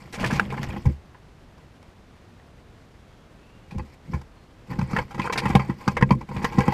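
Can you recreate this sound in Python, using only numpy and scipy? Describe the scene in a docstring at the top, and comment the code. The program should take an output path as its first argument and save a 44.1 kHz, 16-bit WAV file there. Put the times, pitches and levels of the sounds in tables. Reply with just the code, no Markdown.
"""A wooden feeder box heard from close by, in a quiet wood with faint leaves and hiss throughout.
First a chipmunk scrambles over peanuts: paws thump the boards, shells knock and rattle, claws scrape.
From about 1.2 s it has left, and only a few faint ticks remain; soon after 3 s far birds whistle.
From about 3.7 s it digs from inside a furry sleeve, with fur and husks rustling, busiest at the end.
Pushes and tiny impacts ring modes of boards and shells; shaped noise and sines make wood and birds."""
import sys
import numpy as np
from scipy import signal
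from scipy.fft import rfft, irfft
from scipy.io import wavfile

SR = 44100
rng = np.random.default_rng(int(sys.argv[2]) if len(sys.argv) > 2 else 0)


def volts(x):
    """Linear amplitude factor 10**(x/20) for a level x in dB, scalar or array-like."""
    e = np.asarray(x, float) / 20
    return 10 ** e


def generate_wav(sig):
    """Save sig (samples, or channels by samples) to the path in sys.argv[1] as 16-bit PCM at SR."""
    pcm = np.round(np.clip(np.atleast_2d(sig).T, -1, 1) * 32767).astype(np.int16)
    wavfile.write(sys.argv[1], SR, pcm)


N = 296793

# far leaves and hiss, spectrum: (f/Hz, level per Hz/dB)
WOOD_SPECTRUM = [(15, -25), (25, -1), (60, 1), (120, -1.5), (200, -5), (400, -11), (1000, -17),
                 (2000, -22.5), (4000, -29), (6300, -35), (9000, -40.5), (13000, -46.5), (15500, -49)]
# far whistles: (start t/s, length t/s, first f/Hz, f/Hz where the slide levels off, level/dB)
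BIRD_WHISTLES = [(3.09, .2, 3130, 3300, -68), (3.41, .15, 2500, 2650, -66), (3.41, .33, 2540, 2830, -62),
                 (4.35, .14, 4275, 4270, -65.5)]
# one curve for each bout of shuffling: (t/s, weight on the boards level/dB, rustle of husks level/dB)
SHUFFLE_BOUTS = [
    [(0, -41, -44), (0.12, -46, -58), (0.22, -24, -25), (0.4, -31, -31.5), (0.49, -32, -46.5),
     (0.55, -30, -34.5), (0.78, -28.5, -38), (0.83, -39, -56), (0.9, -21, -44), (1.0, -89, -87)],
    [(3.68, -69, -61), (3.73, -29.5, -74), (3.82, -30, -71), (3.9, -57, -61), (3.95, -68, -61)],
    [(4.05, -50, -66), (4.16, -24, -45.5), (4.25, -61, -89)],
    [(4.67, -49, -62), (4.71, -30, -39), (4.87, -35.5, -47), (5.0, -24, -24), (5.05, -36, -56),
     (5.1, -47, -71)],
    [(5.08, -51, -50), (5.16, -35.5, -57), (5.25, -27.5, -30.5), (5.35, -34, -55), (5.44, -30, -33.5),
     (5.52, -24, -34), (5.6, -37, -35.5), (5.66, -34, -38), (5.76, -43, -59)],
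    [(5.76, -47, -57), (5.84, -42.5, -42.5), (5.92, -30, -40), (5.97, -29, -56), (6.16, -27.5, -60),
     (6.26, -42.5, -78)],
    [(6.26, -64, -77), (6.3, -31, -49), (6.4, -28.5, -35), (6.49, -32, -41), (6.63, -31.5, -32),
     (6.73, -28, -33)],
]
# low modes of the boards and air of the box: (f/Hz, level/dB, t60/s)
BOX_LOW_MODES = [(39, -3.5, 0.053), (71.4, -6.5, 0.25), (98, -0.5, 0.058), (135, 1, 0.15),
                 (192.9, 3, 0.098), (241.4, 3, 0.055), (340.8, -1, 0.095), (514, -0.5, 0.091)]
# high modes of the box: (f/Hz, level/dB, t60/s)
BOX_HIGH_MODES = [(484.6, -12.5, 0.039), (577, -31.5, 0.12), (817, -9.5, 0.049), (923, -5, 0.02),
                  (1045.6, -5.5, 0.036), (1129, -6, 0.012), (1390, -4, 0.0043), (1621, -22, 0.066),
                  (1970, -14.5, 0.025), (2299, -15.5, 0.025), (2547, -19.5, 0.038), (3160, -31.5, 0.052),
                  (4560, -13.5, 0.0098)]
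# dry scratch, spectrum: (f/Hz, level per Hz/dB)
SCRATCH_SPECTRUM = [(1200, -11), (2200, 5.5), (3200, -7), (4500, -4), (6500, -9), (9000, -15.5),
                    (12000, -18.5), (15500, -32)]
# hollow shells knock on wood:
# (t/s, shell peak level/dB, board ring level/dB, scratch level/dB, shell pitch f/Hz)
SHELL_KNOCKS = [(0.138, -30, -35, -34, 2020), (0.2412, -12.5, -31, -29, 1810), (0.259, -27, -36, -30, 1590),
                (0.3072, -15.5, -33, -33, 1650), (0.3556, -27, -33, -34.5, 2460),
                (0.396, 1, -27, -29.5, 1570), (0.5026, -25.5, -47, -49, 2240),
                (0.5217, -35, -28.5, -48, 1330), (0.576, -21.5, -33, -61, 1740),
                (0.6283, -23, -37, -36.5, 1940), (0.702, -28, -47, -54, 2400),
                (1.1455, -39, -48.5, -80, 1730), (2.3976, -43.5, -70, -80, 1900),
                (3.7076, -33.5, -43.5, -51.5, 2530), (4.1332, -34, -31, -47, 1730),
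                (4.7276, -30, -40, -52, 1750), (4.7874, -27.5, -30, -43, 1590),
                (4.932, -18.5, -37, -48, 1330), (4.9635, -11, -25, -39.5, 1800),
                (4.9857, -16, -24, -47, 2170), (5.107, -33, -38, -49, 1330),
                (5.1438, -32, -34, -46.5, 2210), (5.1782, -34, -32, -46, 1310),
                (5.195, -17.5, -23, -41.5, 2110), (5.216, -21.5, -66, -43, 2470),
                (5.2739, -14, -48, -55, 1310), (5.2969, -18, -22.5, -56, 1600),
                (5.3571, -18, -28.5, -42.5, 1650), (5.454, -22, -20.5, -38, 2010),
                (5.5512, -7, -11.5, -26, 2260), (5.5931, -30, -23.5, -44.5, 2010),
                (5.696, -29, -31, -47.5, 1970), (5.877, -5, -19, -28.5, 1204),
                (5.9676, -13.5, -21.5, -38, 2100), (6.0094, -25, -25, -46, 1810),
                (6.0236, -4.5, -15.5, -37, 1870), (6.0896, -28.5, -42, -54, 2210),
                (6.313, -36, -34, -62, 1280), (6.3631, -25, -32, -45.5, 2240),
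                (6.4437, -13, -19.5, -30.5, 1880), (6.5197, -39, -30, -44, 2160),
                (6.6044, -19, -20, -39, 2240)]
# claws tick and scrape on wood: (t/s, board ring level/dB, scratch level/dB, contact length t/s)
CLAW_SCRAPES = [(0.1222, -48, -36.5, 0.025), (0.1924, -49, -32.5, 0.045), (0.3225, -31, -31, 0.03),
                (0.761, -33, -62, 0.01), (0.8522, -30.5, -45.5, 0.019), (1.576, -53.5, -62, 0.013),
                (1.827, -57, -58, 0.0045), (3.744, -46, -57, 0.019), (3.78, -40, -47.5, 0.0086),
                (3.7918, -33.5, -63, 0.012), (3.896, -53, -65, 0.0098), (4.2116, -45, -53.5, 0.0095),
                (4.8115, -30, -47.5, 0.0087), (4.904, -36, -45.5, 0.033), (5.254, -25.5, -39, 0.018),
                (5.3214, -27.5, -24.5, 0.024), (5.373, -27, -20, 0.023), (5.4175, -28, -55, 0.025),
                (5.481, -42, -39.5, 0.02), (5.499, -24, -41, 0.013), (5.865, -38, -70, 0.044),
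                (5.9125, -40, -51, 0.01), (6.1053, -15, -39.5, 0.012), (6.1173, -24.5, -43, 0.015),
                (6.2076, -34.5, -51.5, 0.016), (6.287, -37, -53.5, 0.012), (6.418, -30.5, -43, 0.039),
                (6.5828, -17.5, -34, 0.012), (6.6776, -17.5, -41.5, 0.0086), (6.7204, -23.5, -38, 0.016)]
# paws on the boards: (t/s, peak level/dB, pitch that the push favours f/Hz)
PAW_THUMPS = [(0.203, -19, 177), (0.251, -17, 153), (0.319, -10.5, 180), (0.345, -17.5, 121),
              (0.513, -26.5, 101), (0.59, -22.5, 177), (0.675, -22, 64), (0.853, -3, 84), (3.716, -27, 148),
              (3.754, -19, 58.7), (3.788, -21, 86), (4.092, -20.5, 152), (4.129, -12, 90),
              (4.711, -22.2, 184), (4.782, -10, 142), (4.815, -11, 117), (4.929, -15, 181),
              (4.973, -21, 152), (5.188, -13.5, 211), (5.426, -20, 145), (5.452, -12, 190),
              (5.495, -11, 192), (5.547, 1.5, 152), (5.592, -14.5, 135), (5.69, -10, 229),
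              (5.872, -6.5, 176), (6.006, -12, 58.5), (6.018, -1.5, 142.5), (6.106, -0.5, 166),
              (6.357, -17, 88.8), (6.435, -16, 200), (6.577, -1, 187), (6.675, -4.5, 193)]

WOOD_DB = -46.5
FUR_DB, FUR_FOLLOWS = -50, 0.46  # level at a rustle of -40 dB; share of the rustle's swing in dB
LEAVES_NUTS_S = 1.2
HUSKS_AMONG_NUTS_DB = -6  # lying on the heap, husks touch the boards less
RATTLE_PER_S, RATTLE_HZ, RATTLE_T60_S = 1100, (453, 3200), 0.01
RATTLE_DB = (-2, -10)  # relative to the rustle: among the nuts, from the sleeve
# contact time of a knock; it grows (dB per dB) as the shell softens and as scratch gains on shell
KNOCK_S, LONGER_IF_SOFT, LONGER_IF_SCRATCHY, LONGEST_KNOCK_S = 0.011, 0.14, 0.22, 0.02
FADE_SHAPE = {"knock": 0.93, "scrape": 1.93}  # exponent: a scrape holds, then stops
BUILD_SHARE = {"knock": 0.25, "scrape": 0.33}  # friction builds over this share of the contact
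SHELL_OVERTONE, SHELL_OVERTONE_DB = 1.678, -8.5  # second mode of a shell: ratio, level


def rms_one(x):
    """Scales a sound to rms 1."""
    return x / np.sqrt(np.mean(x ** 2) + 1e-20)


def in_time(rows, quiet):
    """Draws each column as a curve over time, quiet outside its rows."""
    s, *columns = np.transpose(rows)
    t = np.arange(N) / SR
    return [np.interp(t, s, column, left=quiet, right=quiet) for column in columns]


def drift(rate):
    """Slow chance with spread 1: noise smoothed by two equal poles at rate, in Hz."""
    r = np.exp(-2 * np.pi * rate / SR)
    noise = rng.standard_normal(N + SR)
    return rms_one(signal.lfilter([1], [1, -2 * r, r * r], noise)[SR:])  # the first second settles


def ring(force, hz, t60):
    """One decaying mode set going by a force."""
    r, w = volts(-60 / (t60 * SR)), 2 * np.pi * hz / SR
    return signal.lfilter([0, np.sin(w)], [1, -2 * r * np.cos(w), r * r], force + 1e-18)


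def body(force, modes):
    """Sums the modes of a body, with alternating sign."""
    return sum((-1) ** k * volts(db) * ring(force, hz, t60) for k, (hz, db, t60) in enumerate(modes))


def colour(x, spectrum):
    """Shapes a flat sound to a (f/Hz, level/dB) spectrum."""
    hz, db = np.transpose(spectrum)
    bins = np.maximum(np.fft.rfftfreq(len(x), 1 / SR), 1)
    gain = volts(np.interp(np.log(bins), np.log(hz), db))
    return irfft(rfft(x) * gain, len(x))


def grains(shape, per_s, spread_db):
    """Random tiny impacts of uneven size and either sign."""
    sizes = volts(spread_db * np.minimum(rng.exponential(1, shape), 4))
    signs = rng.choice([-1, 1], shape)
    return sizes * signs * (rng.random(shape) < per_s / SR)


def add(out, sound, s):
    """Lays a sound into the mix at s seconds."""
    at = round(s * SR)
    out[at:at + len(sound)] += sound[:N - at]


def wood():
    """Far leaves and hiss: smooth shaped noise, swelling a little."""
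    hiss = rms_one(colour(rng.standard_normal(N), WOOD_SPECTRUM))
    return volts(WOOD_DB + 0.61 * drift(21)) * hiss


def birds():
    """Far near-sines that slide fast, level off and turn back a little, blurred by distance and leaves."""
    out, t = np.zeros(N), np.arange(N) / SR
    for s, length, from_hz, to_hz, level_db in BIRD_WHISTLES:
        done = np.clip((t - s) / length, 0, 1)
        slide = np.sin(0.72 * np.pi * done ** 0.85)
        hz = from_hz + (to_hz - from_hz) * slide + 42 * drift(70)
        swell = np.minimum(8 * done, 1) * (1 - done) ** 0.4
        tone = np.sin(2 * np.pi * np.cumsum(hz) / SR)
        out += volts(level_db + 2 * drift(40)) * swell * tone
    return out


def rattle():
    """Each tick rings one of 16 loose shells, every shell with a pitch of its own; rms 1."""
    ticks = grains(N, per_s=RATTLE_PER_S, spread_db=2.5) * volts(4.3 * drift(27))
    pitches = np.geomspace(*RATTLE_HZ, num=16)
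    dealt = rng.integers(0, 16, size=N)
    shells = 0
    for k, hz in enumerate(pitches):
        shells = shells + ring(ticks * (dealt == k), hz, RATTLE_T60_S) * (1000 / hz) ** 0.43
    return rms_one(shells)


def rock():
    """Shifting weight gives soft small pushes that set the low modes of the box going; rms 1."""
    soft = signal.butter(2, 260, fs=SR, output="sos")
    pushes = signal.sosfilt(soft, grains(N, per_s=430, spread_db=3.5))
    return rms_one(body(pushes, BOX_LOW_MODES))


def husks(slips):
    """Sliding husks tick in uneven slips and ring the high modes of the box; rms 1."""
    springy = signal.butter(2, 3500, fs=SR, output="sos")
    ticks = signal.sosfilt(springy, grains(N, per_s=1200, spread_db=3.5) * slips)
    return rms_one(body(ticks, BOX_HIGH_MODES))


def fur(slips):
    """Fur brushes in fine grains of many sizes; each band of them comes and goes by itself; rms 1."""
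    brush = colour(grains(N, per_s=4900, spread_db=-2.5) * slips, SCRATCH_SPECTRUM)
    edges = np.geomspace(1000, 16000, num=7)
    out = np.zeros(N)
    for band in zip(edges, edges[1:]):
        band_pass = signal.butter(2, band, "band", fs=SR, output="sos")
        out += volts(1.8 * drift(47)) * signal.sosfilt(band_pass, brush)
    return rms_one(out)


def shuffle():
    """Weight rocks the boards, husks and fur share the same slips, loose shells rattle along."""
    bouts = np.array([in_time(bout, quiet=-120) for bout in SHUFFLE_BOUTS])
    weight_db, rustle_db = bouts.max(axis=0)
    among_nuts = np.arange(N) / SR < LEAVES_NUTS_S
    husks_db = rustle_db + HUSKS_AMONG_NUTS_DB * among_nuts
    rattle_db = rustle_db + np.where(among_nuts, *RATTLE_DB)
    fur_db = FUR_DB + FUR_FOLLOWS * (rustle_db + 40)
    slips = volts(2.5 * drift(45))
    out = volts(weight_db) * rock() + volts(husks_db) * husks(slips)
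    return out + volts(rattle_db) * rattle() + volts(fur_db) * fur(slips)


def contact_rows():
    """Lists knocks and scrapes alike; a soft or scratchy knock lasts longer, a scrape has no shell."""
    rows = []
    for s, shell_db, board_db, scratch_db, hz in SHELL_KNOCKS:
        longer_db = LONGER_IF_SCRATCHY * (scratch_db - shell_db) - LONGER_IF_SOFT * shell_db
        length = min(KNOCK_S * volts(longer_db), LONGEST_KNOCK_S)
        rows.append((s, shell_db, board_db, scratch_db, hz, length))
    for s, board_db, scratch_db, length in CLAW_SCRAPES:
        rows.append((s, None, board_db, scratch_db, None, length))
    return rows


def contacts():
    """A first knock and a spray of tiny impacts ring boards and any hollow shell; the edge scratches dry."""
    rows = contact_rows()
    size = SR // 8
    t = np.arange(size) / SR
    sprays = grains((len(rows), size), per_s=7500, spread_db=4.5)
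    knock = np.exp(-((t - 0.0008) / 0.00019) ** 2)  # the first blow, short and smooth
    # every spot struck sounds a little different
    spots = rng.normal(0, 1, (len(rows), len(BOX_HIGH_MODES) + len(SCRATCH_SPECTRUM)))
    # shells give a little, so modes get less treble
    springy = signal.butter(2, 3000, fs=SR, output="sos")
    over_20_ms = np.sqrt(0.02 * SR / size)  # board and scratch levels are rms as if over 20 ms
    out = np.zeros(N)
    for (s, shell_db, board_db, scratch_db, hz, length), spray, spot in zip(rows, sprays, spots):
        kind = "knock" if hz else "scrape"
        fade = np.exp(-(t / length) ** FADE_SHAPE[kind])
        force = spray * fade * np.minimum(t / (0.17 * length), 1)
        soft = signal.sosfilt(springy, force + knock)
        dragged = force * np.minimum(t / (BUILD_SHARE[kind] * length), 1)

        modes = [(f, db + 2.5 * d, t60) for (f, db, t60), d in zip(BOX_HIGH_MODES, spot)]
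        boards = rms_one(body(soft, modes))

        heavy = 0.21 * max(scratch_db + 36.5, 0)  # a heavy scratch tilts down, dB an octave
        edge = [(f, db + 2.5 * d - heavy * np.log2(f / 4000))
                for (f, db), d in zip(SCRATCH_SPECTRUM, spot[::-1])]
        scratch = rms_one(colour(dragged, edge))
        add(out, over_20_ms * (volts(board_db) * boards + volts(scratch_db) * scratch), s)

        if hz:
            overtone = ring(soft, SHELL_OVERTONE * hz, 0.0029)
            shell = ring(soft, hz, 0.013) - volts(SHELL_OVERTONE_DB) * overtone
            add(out, volts(shell_db) * shell / np.abs(shell).max(), s)
    return out


def thumps():
    """A paw's short soft push sets the low modes going; a shorter push favours the higher ones."""
    out, t = np.zeros(N), np.arange(SR // 3) / SR
    for s, peak_db, hz in PAW_THUMPS:
        phase = np.minimum(t * hz / 1.476, 1)  # 0 to 1 through the push
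        window = np.sin(np.pi * phase ** 0.5) ** 2
        push = -np.sin(2 * np.pi * 1.553 * phase) * window
        sound = body(push, BOX_LOW_MODES) + volts(30) * push
        add(out, volts(peak_db) * sound / np.abs(sound).max(), s - 0.001)
    return out


def scene():
    """The quiet wood and far birds behind, the box and its visitor in front; one channel."""
    return (wood() + birds() + shuffle() + contacts() + thumps())[None]


def roll_off(x):
    """The treble ends steeply here."""
    return signal.sosfilt(signal.butter(12, 15630, fs=SR, output="sos"), x)


def record(dry):
    """The one microphone channel: the loudest peaks are rounded, the top is cut."""
    rounded = 1.2 * np.tanh(dry / 1.838)
    top_cut = signal.cheby2(12, 60, 15900, fs=SR, output="sos")
    mix = signal.sosfilt(top_cut, rounded)
    return roll_off(mix)


dry = scene()
out = record(dry)
generate_wav(out)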